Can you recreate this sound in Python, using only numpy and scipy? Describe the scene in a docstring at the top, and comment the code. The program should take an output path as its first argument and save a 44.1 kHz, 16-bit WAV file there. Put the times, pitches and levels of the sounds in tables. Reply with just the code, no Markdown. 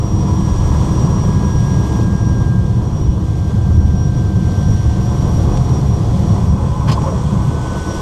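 """The propeller of a turboprop floatplane beats and its wash booms, heard in the cabin as it races over a lake.
The microphone moves between the window and a spot farther inside. Just outside, the slipstream roars,
spray hisses and drums on the door, and waves pound the floats below. The turbine whistles, gears whine
and one whine slowly sinks. Near the end something clacks and clatters right by the microphone."""
import sys
import numpy as np
from scipy import signal
from scipy.fft import rfft, irfft, next_fast_len
from scipy.io import wavfile
from scipy.ndimage import uniform_filter1d

SR = 44100
rng = np.random.default_rng(int(sys.argv[2]) if len(sys.argv) > 2 else 0)


def wrap_up_sound(samples):
    """Save the sound to the file named by the first command line argument, as 16-bit audio."""
    columns = np.atleast_2d(samples).T
    # keep every value between -1 and 1, then stretch to whole-number steps
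    tamed = np.clip(columns, -1, 1)
    steps = np.round(tamed * 32767).astype(np.int16)
    wavfile.write(sys.argv[1], SR, steps)


N = 353241
TIME = np.arange(N) / SR
FFT_SIZE = next_fast_len(N)
FFT_HZ = np.fft.rfftfreq(FFT_SIZE, 1 / SR)


def amp(db):
    """Decibels to gain."""
    return 10 ** (np.asarray(db) / 20)


def unit(x):
    """Scales to rms 1."""
    return x / np.sqrt(np.mean(x ** 2) + 1e-20)


def curve(rows, column=1):
    """One column of a table, joined by straight lines in time."""
    rows = np.asarray(rows)
    return np.interp(TIME, rows[:, 0], rows[:, column])


def swells(rows):
    """A smooth rise and fall for each row of middle, length and height."""
    return sum(height * np.cos(np.pi * np.clip((TIME - middle) / length, -.5, .5)) ** 2
               for middle, length, height in rows)


def colour(points, hz):
    """A spectrum in dB, joined by straight lines over log frequency."""
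    points_hz, db = np.transpose(points)
    return np.interp(np.log(hz + 1), np.log(points_hz + 1), db)


def peaks(modes, hz):
    """A resonance peak for each row of centre, width and height, summed over frequency."""
    return sum(height / (1 + (2 * (hz - centre) / width) ** 2) for centre, width, height in modes)


def noise(gains):
    """Noise of rms 1, shaped by a gain at each frequency."""
    return unit(irfft(rfft(rng.standard_normal(FFT_SIZE)) * gains)[:N])


def wander(rate_hz):
    """Random drift of rms 1, with little faster than the rate."""
    return noise(1 / (1 + (FFT_HZ / rate_hz) ** 2))


def ringing(modes):
    """Noise of rms 1 that sounds only through a few resonances."""
    return noise(peaks([(hz, width, amp(db)) for hz, width, db in modes], FFT_HZ))


def steadied(x):
    """Evens out the slow strength of a noise; its fast lumps stay."""
    return x / np.sqrt(uniform_filter1d(x ** 2, size=6500))


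def tone(hz, scatter, scatter_hz):
    """A tone of rms 1; moving air scatters part of it into a narrow fuzzy skirt."""
    phase = 2 * np.pi * (np.cumsum(hz * np.ones(N)) / SR + rng.random())
    in_phase = (1 + scatter * wander(scatter_hz)) * np.cos(phase)
    return unit(in_phase + scatter * wander(scatter_hz) * np.sin(phase))


def struck(t, rise_s, t60):
    """Envelope of a blow: a quick rise, then a free decay."""
    return (1 - np.exp(-(t / rise_s) ** 2)) * np.exp(-np.log(1000) * t / t60)


def add(mix, start_s, sound):
    """Mixes a sound in at its moment."""
    part = mix[round(start_s * SR):][:len(sound)]
    part += sound[:len(part)]


# Resonances around the microphone: cabin air and panels, then the window and door frame.
# Each row: centre in Hz, width in Hz, lift in dB.
CABIN_MODES = [(43.5, 12, 7), (75.7, 18, 1), (106.4, 8, 2.5), (146.2, 14, 4), (191.1, 17, 6.5),
               (311, 4.5, -4), (566, 28, 1), (859, 16, 2.5), (1097, 91, 1.5)]
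FRAME_MODES = [(2525, 50, 4), (2950, 130, 2), (3380, 260, 3.3), (4290, 190, 3), (5030, 140, 3.5),
               (6400, 180, 2), (7200, 160, 1.5), (8050, 450, 1.5)]
def cabin_noise(spectrum):
    """Turbulence of a given colour, ringing in the resonances of the cabin."""
    return noise(amp(colour(spectrum, FFT_HZ) + peaks(CABIN_MODES + FRAME_MODES, FFT_HZ)))


# Where the microphone is. Each row: time in seconds, place from 0 (window) to 1 (back in the cabin).
MIC_PLACE = [(0, 0.39), (1.0, 0.6), (2.0, 0.26), (2.6, 0.16), (4.0, 0.017), (5.0, 0.11), (6.2, 0.15),
             (6.7, 0.9), (7.2, 0.88), (8.01, 0.95)]
def at_microphone(window_colour, inside_colour):
    """A noise changes colour as the microphone moves back from the window."""
    inside = curve(MIC_PLACE)
    return np.sqrt(1 - inside) * cabin_noise(window_colour) + np.sqrt(inside) * cabin_noise(inside_colour)


# Air and spray from outside. 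Each row: time in seconds, lift in dB.
AIRFLOW_LIFT = [(0, -1), (.75, 3.5), (1.45, 1), (2.0, 2), (2.1, -1), (3.1, -4), (3.5, -2), (3.95, -3.5),
                (4.3, -1.5), (4.6, 1), (5.0, 0.5), (5.45, 2), (5.9, 0.5), (6.4, 1.6), (6.55, -2.5),
                (7.1, 1), (7.55, 0.8), (7.9, 4.5)]
def airflow_db():
    """How strongly the rush outside reaches the microphone."""
    return curve(AIRFLOW_LIFT)


# Propeller wash coming in at the window. Each row: time in seconds, lift in dB.
WASH_LIFT = [(0, -2.5), (.4, 1.5), (.65, -1), (1.35, 1.5), (2.55, 1.5), (2.95, -1), (3.5, -1.1), (4.7, 0),
             (6.2, 1.5), (7.1, -2.5), (7.45, 0.5), (7.6, -5), (8.01, -9.5)]
def wash_db():
    """The strength of the wash, which drops at the end, with the microphone back in the cabin."""
    return curve(WASH_LIFT)


# Resonances of the window edge. Each row: centre in Hz, width in Hz, relative level in dB.
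EDGE_MODES = [(7300, 220, 1.5), (8820, 130, -2)]
# Its whistle. Each row: time in seconds, level in dB.
EDGE_LEVEL = [(0, -62), (4.3, -71), (5.05, -60), (5.25, -54.5), (5.6, -58), (6.4, -65), (6.6, -74),
              (8.01, -68)]
def window_edge(flutter_db=2.0, flutter_hz=10):
    """Air whistles thinly past the edge of the window."""
    return amp(curve(EDGE_LEVEL) + flutter_db * wander(flutter_hz)) * ringing(EDGE_MODES)


# Light dry ticks in the cabin. Each row: start in seconds, level in dB, decay (t60) in seconds.
CABIN_TICKS = [(5.519, -36, 0.027), (5.552, -37, .035), (5.571, -26.5, .035), (5.691, -34, .04),
               (5.768, -36, .045), (7.018, -28, .022), (7.046, -38, .02)]
# Their colour. Each row: frequency in Hz, relative level in dB.
TICK_SPECTRUM = [(400, -6), (1000, 7), (2500, 5), (4300, 1), (6500, 1.5), (8500, -8), (10500, -18),
                 (14000, -30)]
def ticks(rise_s=.0012):
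    """Small hard parts tick: a bright snap that dies within a few hundredths of a second."""
    out, t = np.zeros(N), TIME[:SR // 10]
    shape = amp(colour(TICK_SPECTRUM, np.fft.rfftfreq(len(t), 1 / SR)))
    for start, db, t60 in CABIN_TICKS:
        snap = unit(irfft(rfft(rng.standard_normal(len(t))) * shape, len(t)))
        add(out, start, amp(db) * snap * struck(t, rise_s, t60))
    return out


# Scrapes and clacks right by the microphone. Each row: start, rise and length in seconds,
# level in dB, centre in Hz, width in octaves.
SCRAPES = [(6.868, 0.019, 0.076, -20, 1900, 2.1), (6.892, .004, 0.033, -25, 2900, 0.97),
           (6.913, 0.0047, 0.049, -23.5, 4900, 0.83), (6.916, 0.0053, .05, -26, 1100, 0.46)]
# Colour of a touch on the microphone's housing. Each row: frequency in Hz, relative level in dB.
HOUSING_COLOUR = [(100, -6), (400, 29), (1700, 13.5), (5200, 1), (7000, 3.5), (9000, -3), (12000, -9),
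                  (13500, -11), (15000, -26)]
# What the scrapes ring with. Each row: centre in Hz, width in Hz, lift in dB.
SCRAPE_MODES = [(540, 65, -5), (840, 58, 7), (1055, 120, 12), (2450, 220, 5), (3030, 230, 6),
                (3370, 180, 8), (4320, 230, 11.5), (5010, 320, 13), (6300, 350, 4), (11200, 1200, 7)]
def scrapes(grain_db=1.0, ramp_power=1.76, size=8192):
    """Each scrape or clack is a burst of uneven slips in one broad band, quick to rise, slower to die."""
    out, hz = np.zeros(N), np.fft.rfftfreq(size, 1 / SR)
    body = amp(colour(HOUSING_COLOUR, hz) + peaks(SCRAPE_MODES, hz))
    for start, rise, length, db, centre, octaves in SCRAPES:
        slips, roughness = rng.standard_normal((2, size))
        slips *= amp(-grain_db * unit(uniform_filter1d(roughness, size=60)))
        band = body / (1 + (np.log2((hz + 1) / centre) / octaves) ** 2)
        count = int(length * SR)
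        burst = unit(irfft(rfft(slips) * band)[:count])
        envelope = np.interp(TIME[:count], [0, min(rise, length / 2), length], [0, 1, 0]) ** ramp_power
        add(out, start, amp(db) * burst * envelope)
    return out


# Padded knocks near the microphone. Each row: start in seconds, level in dB,
# decay (t60) in seconds, centre in Hz, width in octaves.
HOLLOW_KNOCKS = [(6.815, -17, .09, 1110, .1), (6.872, -18, 0.074, 840, .15), (6.973, -7, 0.062, 930, 0.17),
                 (7.034, -17, 0.12, 870, .1), (7.056, -11.5, 0.11, 545, .15), (7.066, -16, 0.085, 1080, .1),
                 (7.120, -14, .07, 720, 0.54)]
# What they ring with. Each row: frequency in Hz, relative level in dB.
HOLLOW_MODES = [(538, 3), (641, 4), (872, -5), (1007, -5), (1075, -3)]
def knocks(rise_s=0.0055):
    """Something hollow bumps; each knock wakes the modes nearest to its own centre."""
    out, t = np.zeros(N), TIME[:SR // 5]
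    for start, db, t60, centre, octaves in HOLLOW_KNOCKS:
        ring = np.zeros(len(t))
        for hz, mode_db in HOLLOW_MODES:
            gain = amp(mode_db) / (1 + (np.log2(hz / centre) / octaves) ** 2)
            ring += gain * np.sin(2 * np.pi * (hz * t + rng.random()))
        add(out, start, amp(db) * unit(ring) / np.sqrt(2) * struck(t, rise_s, t60))
    return out


# Resonances of the door panel. Each row: centre in Hz, width in Hz, relative level in dB.
DOOR_MODES = [(544, 68, 1), (843, 25, 3.5), (1028, 44, -0.5), (1076, 40, -11), (1260, 78, -20)]
# Drumming, loudest with the microphone aimed down at the float. Each row: time in seconds, level in dB.
DOOR_LEVEL = [(0, -55), (1.72, -57), (1.83, -48), (1.93, -52), (4.95, -50), (5.12, -33), (5.22, -43),
              (5.35, -35.5), (5.7, -34.5), (5.95, -43), (6.15, -34), (6.4, -43), (6.7, -32.5), (8.01, -51)]
def door_drumming(lump_db=2, lump_hz=14):
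    """Spray thrown up by the float drums unevenly on the door panel, which rings."""
    return amp(curve(DOOR_LEVEL) + lump_db * wander(lump_hz)) * ringing(DOOR_MODES)


# The hiss at the window and from back in the cabin. Each row: frequency in Hz, relative level in dB.
HISS_AT_WINDOW = [(1000, -9), (1900, 6), (2700, 0), (3350, 6), (3900, 2.5), (5000, 2), (6400, 2.5),
                  (7500, -2), (8300, -2), (9600, -10), (11000, -10), (13000, -16), (14200, -29),
                  (15000, -36)]
HISS_IN_CABIN = [(1000, -10), (1900, 0.5), (2700, 0.5), (3350, 5.5), (3900, 0), (5000, 1), (6400, 2.5),
                 (7500, 0), (8250, 1.5), (9500, -10.5), (11000, -13.5), (13000, -18), (14200, -28),
                 (15000, -34)]
def spray(base_db=-43):
    """Air and spray hiss past the window, with a slight patter."""
    patter_db = 0.45 * wander(5.3) + 0.71 * wander(300)
    return amp(base_db + airflow_db() + patter_db) * at_microphone(HISS_AT_WINDOW, HISS_IN_CABIN)


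# Gearbox whines of fixed pitch, heard from the cabin. Each row: pitch in Hz, level in dB.
GEARBOX_TONES = [(493, -47.5), (2748, -68.5), (2860, -81), (2910, -75), (2956, -80), (3005, -65),
                 (3380, -63), (4226, -75), (11838, -81)]
# Two accessories, one low and one thin and high. Each row: time in seconds, pitch in Hz, level in dB.
ACCESSORY_HUM = [(0, 317.3, -32.5), (.25, 318, -34), (.8, 316, -30.5), (1.7, 316, -43), (1.95, 315, -28),
                 (2.12, 315, -48), (2.28, 320.3, -28), (2.45, 312, -46), (2.82, 314, -39),
                 (3.0, 314, -32.5), (3.25, 314.4, -29.5), (3.45, 314.5, -39), (3.9, 313.2, -38),
                 (4.4, 316.2, -32), (5.0, 317.5, -37), (5.3, 316, -34.5), (5.8, 316.4, -47),
                 (8.01, 316.3, -38)]
ACCESSORY_WHINE = [(0, 8720, -75), (4.8, 8650, -72), (5.3, 8690, -68), (6.3, 8630, -70), (6.8, 8680, -72),
                   (8.01, 8650, -70)]
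# The gear train's near-steady speed, and the sinking whine's pitch. Each row: time in seconds, rate in Hz.
SHAFT_SPEED = [(0, 109.7), (3, 109.65), (8.01, 109.35)]
SINKING_PITCH = [(0, 1660), (.5, 1655), (1.14, 1646), (1.5, 1635), (2, 1621), (2.5, 1605), (3, 1591),
                 (3.4, 1584), (4.6, 1565), (5.5, 1547), (6.5, 1529), (7.3, 1511), (7.8, 1501), (8.01, 1498)]
# The two stronger gear whines and the sinking one. Each row: time in seconds, level in dB.
LOW_GEAR_LEVEL = [(0, -42.5), (1.5, -53), (2.7, -49), (3.4, -45.5), (4.2, -44), (5.1, -39.5), (6.3, -39),
                  (6.6, -46), (8.01, -47)]
HIGH_GEAR_LEVEL = [(0, -43), (.25, -36.5), (.9, -38), (1.6, -38), (2.2, -42.5), (3, -45.5), (4.2, -49),
                   (5.4, -47), (6, -47), (7, -38), (8.01, -49)]
SINKING_LEVEL = [(0, -64.5), (.5, -49), (1.15, -49.5), (1.5, -42.5), (2.55, -40.5), (2.95, -58),
                 (3.4, -48.5), (4.6, -43), (5.5, -50), (6.1, -61), (6.6, -49), (7.2, -51.5), (7.8, -37),
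                 (8.01, -38.5)]
def whines(low_order=6.5, high_order=9):
    """Gears and accessories sing at their own tooth rates; one whine runs slowly down."""
    gearbox = sum(amp(db) * tone(hz, scatter=0.98, scatter_hz=1.7) for hz, db in GEARBOX_TONES)
    hum = amp(curve(ACCESSORY_HUM, column=2)) * tone(curve(ACCESSORY_HUM), 0.23, 2.9)
    strong = sum(amp(curve(level)) * tone(order * curve(SHAFT_SPEED), 0.084, 6.8)
                 for order, level in ((low_order, LOW_GEAR_LEVEL), (high_order, HIGH_GEAR_LEVEL)))
    thin = amp(curve(ACCESSORY_WHINE, column=2)) * tone(curve(ACCESSORY_WHINE), 0.24, 9)
    sinking = amp(curve(SINKING_LEVEL)) * tone(curve(SINKING_PITCH), 0.045, 12)
    return gearbox + hum + strong + thin + sinking


# The compressor's whistle. Each row: time in seconds, pitch in Hz.
WHISTLE_PITCH = [(0, 5705), (1.2, 5710), (2, 5706), (3, 5697), (4.2, 5695), (5, 5689), (6, 5681), (7, 5679),
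                 (8.01, 5677)]
# Its strength in the cabin. Each row: time in seconds, relative level in dB.
WHISTLE_LEVEL = [(0, -41), (.17, -42), (.3, -42.5), (.7, -45), (.85, -43.5), (1.0, -39.5), (1.24, -41),
                 (1.29, -49), (1.38, -43.5), (1.45, -41.5), (1.7, -40.5), (1.87, -47), (1.98, -43.5),
                 (2.07, -51), (2.28, -44), (2.6, -56), (2.85, -53.5), (3.03, -44), (3.3, -61), (3.48, -53),
                 (3.59, -67), (3.75, -47), (3.92, -48), (4.05, -43), (4.12, -51), (4.19, -48), (4.3, -56.5),
                 (4.7, -42.5), (4.87, -46.5), (5.05, -45.5), (5.44, -44.5), (5.485, -57), (5.54, -42),
                 (5.62, -46), (5.76, -43.5), (5.84, -50), (5.96, -44), (6.09, -61), (6.3, -48), (6.4, -50),
                 (6.62, -56), (6.8, -53), (7.0, -52), (7.12, -47), (7.29, -59), (7.48, -53), (7.58, -55),
                 (7.68, -48), (7.81, -46), (7.93, -39.5), (8.01, -45)]
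# Swells of its octave. Each row: middle and length in seconds, lift in dB.
OCTAVE_LIFTS = [(1.93, .35, 6), (5.2, .6, 6)]
def turbine(trim_db=1.1, echo_db=-55, octave_db=-66, flutter_db=0.5, flutter_hz=8.2):
    """The compressor whistles at its blade rate; moving air and a scattered echo make it flutter."""
    hz = curve(WHISTLE_PITCH) + 4.3 * wander(31.0)
    level_db = trim_db + curve(WHISTLE_LEVEL) + flutter_db * wander(flutter_hz)
    whistle = amp(level_db) * tone(hz, scatter=.16, scatter_hz=45)
    echo = amp(echo_db + airflow_db()) * tone(hz, scatter=10, scatter_hz=25)
    octave = amp(octave_db + airflow_db() + swells(OCTAVE_LIFTS)) * tone(2 * hz, scatter=.7, scatter_hz=35)
    return whistle + echo + octave


# Booms of the hull around the microphone. Each row: middle and length in seconds, level in dB.
HULL_SWELLS = [(3.731, 0.21, -15), (3.88, 0.25, -11.5), (5.5, .2, -16), (6.513, .25, -14)]
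def hull(note_hz=78.1):
    """A wave sets the hull booming on its lowest note, which swells and fades a little unsteadily."""
    gain = swells([(middle, length, amp(db)) for middle, length, db in HULL_SWELLS])
    return gain * tone(note_hz, scatter=0.16, scatter_hz=6.2)


# Thuds from the floats below the cabin. Each row: frequency in Hz, relative level in dB.
THUD_COLOUR = [(8, -38), (17, -10), (24, -12), (31, -11), (40, -5.5), (55, -8.5), (70, 6), (86, 0),
               (100, -6), (130, -33), (300, -86)]
# Larger waves. Each row: middle and length in seconds, lift in dB.
BIG_WAVES = [(.66, 0.68, 6), (3.1, 0.077, 12.5), (3.28, 0.21, 2.5), (3.82, .66, 7.5), (4.885, 0.092, 9.5),
             (5.38, 0.6, 4.5), (6.55, 0.38, 3.5)]
def floats(base_db=-19, chop_db=0.37, chop_hz=4.3, per_wash=0.46):
    """Chop and a few larger waves pound the floats, and the airframe carries the thuds inside."""
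    rumble_db = base_db + per_wash * wash_db()  # follows the wash: both come in at the window
    water_db = swells(BIG_WAVES) + chop_db * wander(chop_hz)
    return amp(rumble_db + water_db) * steadied(cabin_noise(THUD_COLOUR))


# The roar at the window and from back in the cabin. Each row: frequency in Hz, relative level in dB.
ROAR_AT_WINDOW = [(140, -15), (230, 0), (286, -1.5), (319, -1.5), (418, -6), (669, -14.5), (694, -10.5),
                  (927, -18), (1010, -15), (1250, -22), (1470, -26.5), (1600, -28.5), (1700, -30.5),
                  (2000, -62), (2600, -56.5), (4400, -120)]
ROAR_IN_CABIN = [(140, -39), (230, -16), (263, 0), (319, 0.5), (358, -2), (396, -2), (543, -5.5),
                 (606, -10), (669, -5), (746, -11.5), (1010, -3.5), (1420, -19.5), (1540, -23.5),
                 (1600, -23), (2000, -27.5), (2600, -34.5), (4400, -120)]
# Gusts just outside. Each row: middle and length in seconds, lift in dB.
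BIG_GUSTS = [(.23, 0.13, 0), (.8, 0.23, 1), (1.83, .12, 2), (1.97, 0.23, 1.5), (3.72, 0.41, 1),
             (5.4, 1, 1.5), (6.35, 0.21, 1), (6.98, 0.61, 2)]
def slipstream(base_db=-27, per_airflow=0.61, per_wash=0.26):
    """Air roars along the fuselage, in a few larger gusts and many quick small ones."""
    roar_db = base_db + per_airflow * airflow_db() + per_wash * wash_db()
    gust_db = swells(BIG_GUSTS) + 1.2 * wander(11)
    return amp(roar_db + gust_db) * at_microphone(ROAR_AT_WINDOW, ROAR_IN_CABIN)


# The beat of the three blades. Each row: multiple of the blade rate, relative level in dB.
BLADE_HARMONICS = [(1, -20.5), (2, -38.5), (3, -45), (4, -59)]
# That beat against the buffeting. Each row: time in seconds, lift in dB.
BEAT_LIFT = [(0, 5.5), (1.6, -15), (2.1, 4), (2.7, 2.5), (3.6, -12), (5, -5.5), (5.6, -15), (6, 2.5),
             (6.6, 0.5), (8.01, -38)]
# The wash at the window and from back in the cabin. 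Each row: frequency in Hz, relative level in dB.
WASH_AT_WINDOW = [(40, -26), (75, -13), (95, 0.5), (120, 1), (165, -8), (200, -10), (235, -22.5),
                  (300, -23.5), (450, -29), (900, -81)]
WASH_IN_CABIN = [(40, -44), (75, -10), (95, -6.5), (120, 4), (150, 1), (200, -4.5), (235, -8.5),
                 (300, -23.5), (450, -41), (900, -72)]
# Its surges and lulls. Each row: middle and length in seconds, lift in dB.
WASH_SURGES = [(.14, .08, 4.5), (.52, 0.14, -5), (.83, 0.09, 1.5), (1.05, 0.069, 3.5), (1.63, 0.13, 2.5),
               (1.89, 0.12, -7), (2.07, 0.11, 4.5), (2.19, 0.044, -10), (2.55, 0.099, 4), (2.78, .07, 2.5),
               (2.9, 0.14, -3.5), (3.08, .12, 1.5), (3.27, 0.082, -5), (3.34, 0.055, 1.5), (3.55, .09, 8.5),
               (3.81, 0.23, 4), (4.09, 0.15, 4), (4.42, 0.23, 2.5), (4.7, 0.16, 7), (5.97, .14, 2.5),
               (6.32, 0.065, 4), (6.76, 0.073, -3.5), (6.9, 0.065, 7.5), (7.33, 0.11, 4.5),
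               (7.84, 0.22, -2)]
def propeller(blade_hz=110, base_db=-15, lump_db=1.26, lump_hz=25):
    """Blade beats and the buffeting of the propeller wash boom in the cabin."""
    passes = np.cumsum(blade_hz * (1 + 0.01966 * wander(5.84))) / SR
    beat = np.zeros(N)
    for multiple, db in BLADE_HARMONICS:
        gain = np.sqrt(2) * amp(db + 2.2 * wander(8.6))
        beat += gain * np.cos(2 * np.pi * (multiple * passes + rng.random()))
    buffeting = amp(-11.0) * at_microphone(WASH_AT_WINDOW, WASH_IN_CABIN)
    level_db = base_db + wash_db() + swells(WASH_SURGES) + lump_db * wander(lump_hz)
    return amp(level_db) * steadied(buffeting + amp(curve(BEAT_LIFT)) * beat)


def scene():
    """All that reaches the one microphone in the cabin."""
    boom = propeller() + floats() + hull()
    rush = slipstream() + spray() + door_drumming() + window_edge()
    engine = turbine() + whines()
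    clatter = scrapes() + knocks() + ticks()
    return (boom + rush + engine + clatter)[None]


def record(dry, ceiling=0.79, cutoff_hz=14800):
    """The recorder rounds off the largest peaks, then cuts the highest treble."""
    rounded = dry / (1 + (dry / ceiling) ** 8) ** (1 / 8)
    lowpass = signal.firwin(511, cutoff_hz, window=("kaiser", 9), fs=SR)
    return signal.oaconvolve(rounded, lowpass[None], "same")


dry = scene()
out = record(dry)
wrap_up_sound(out)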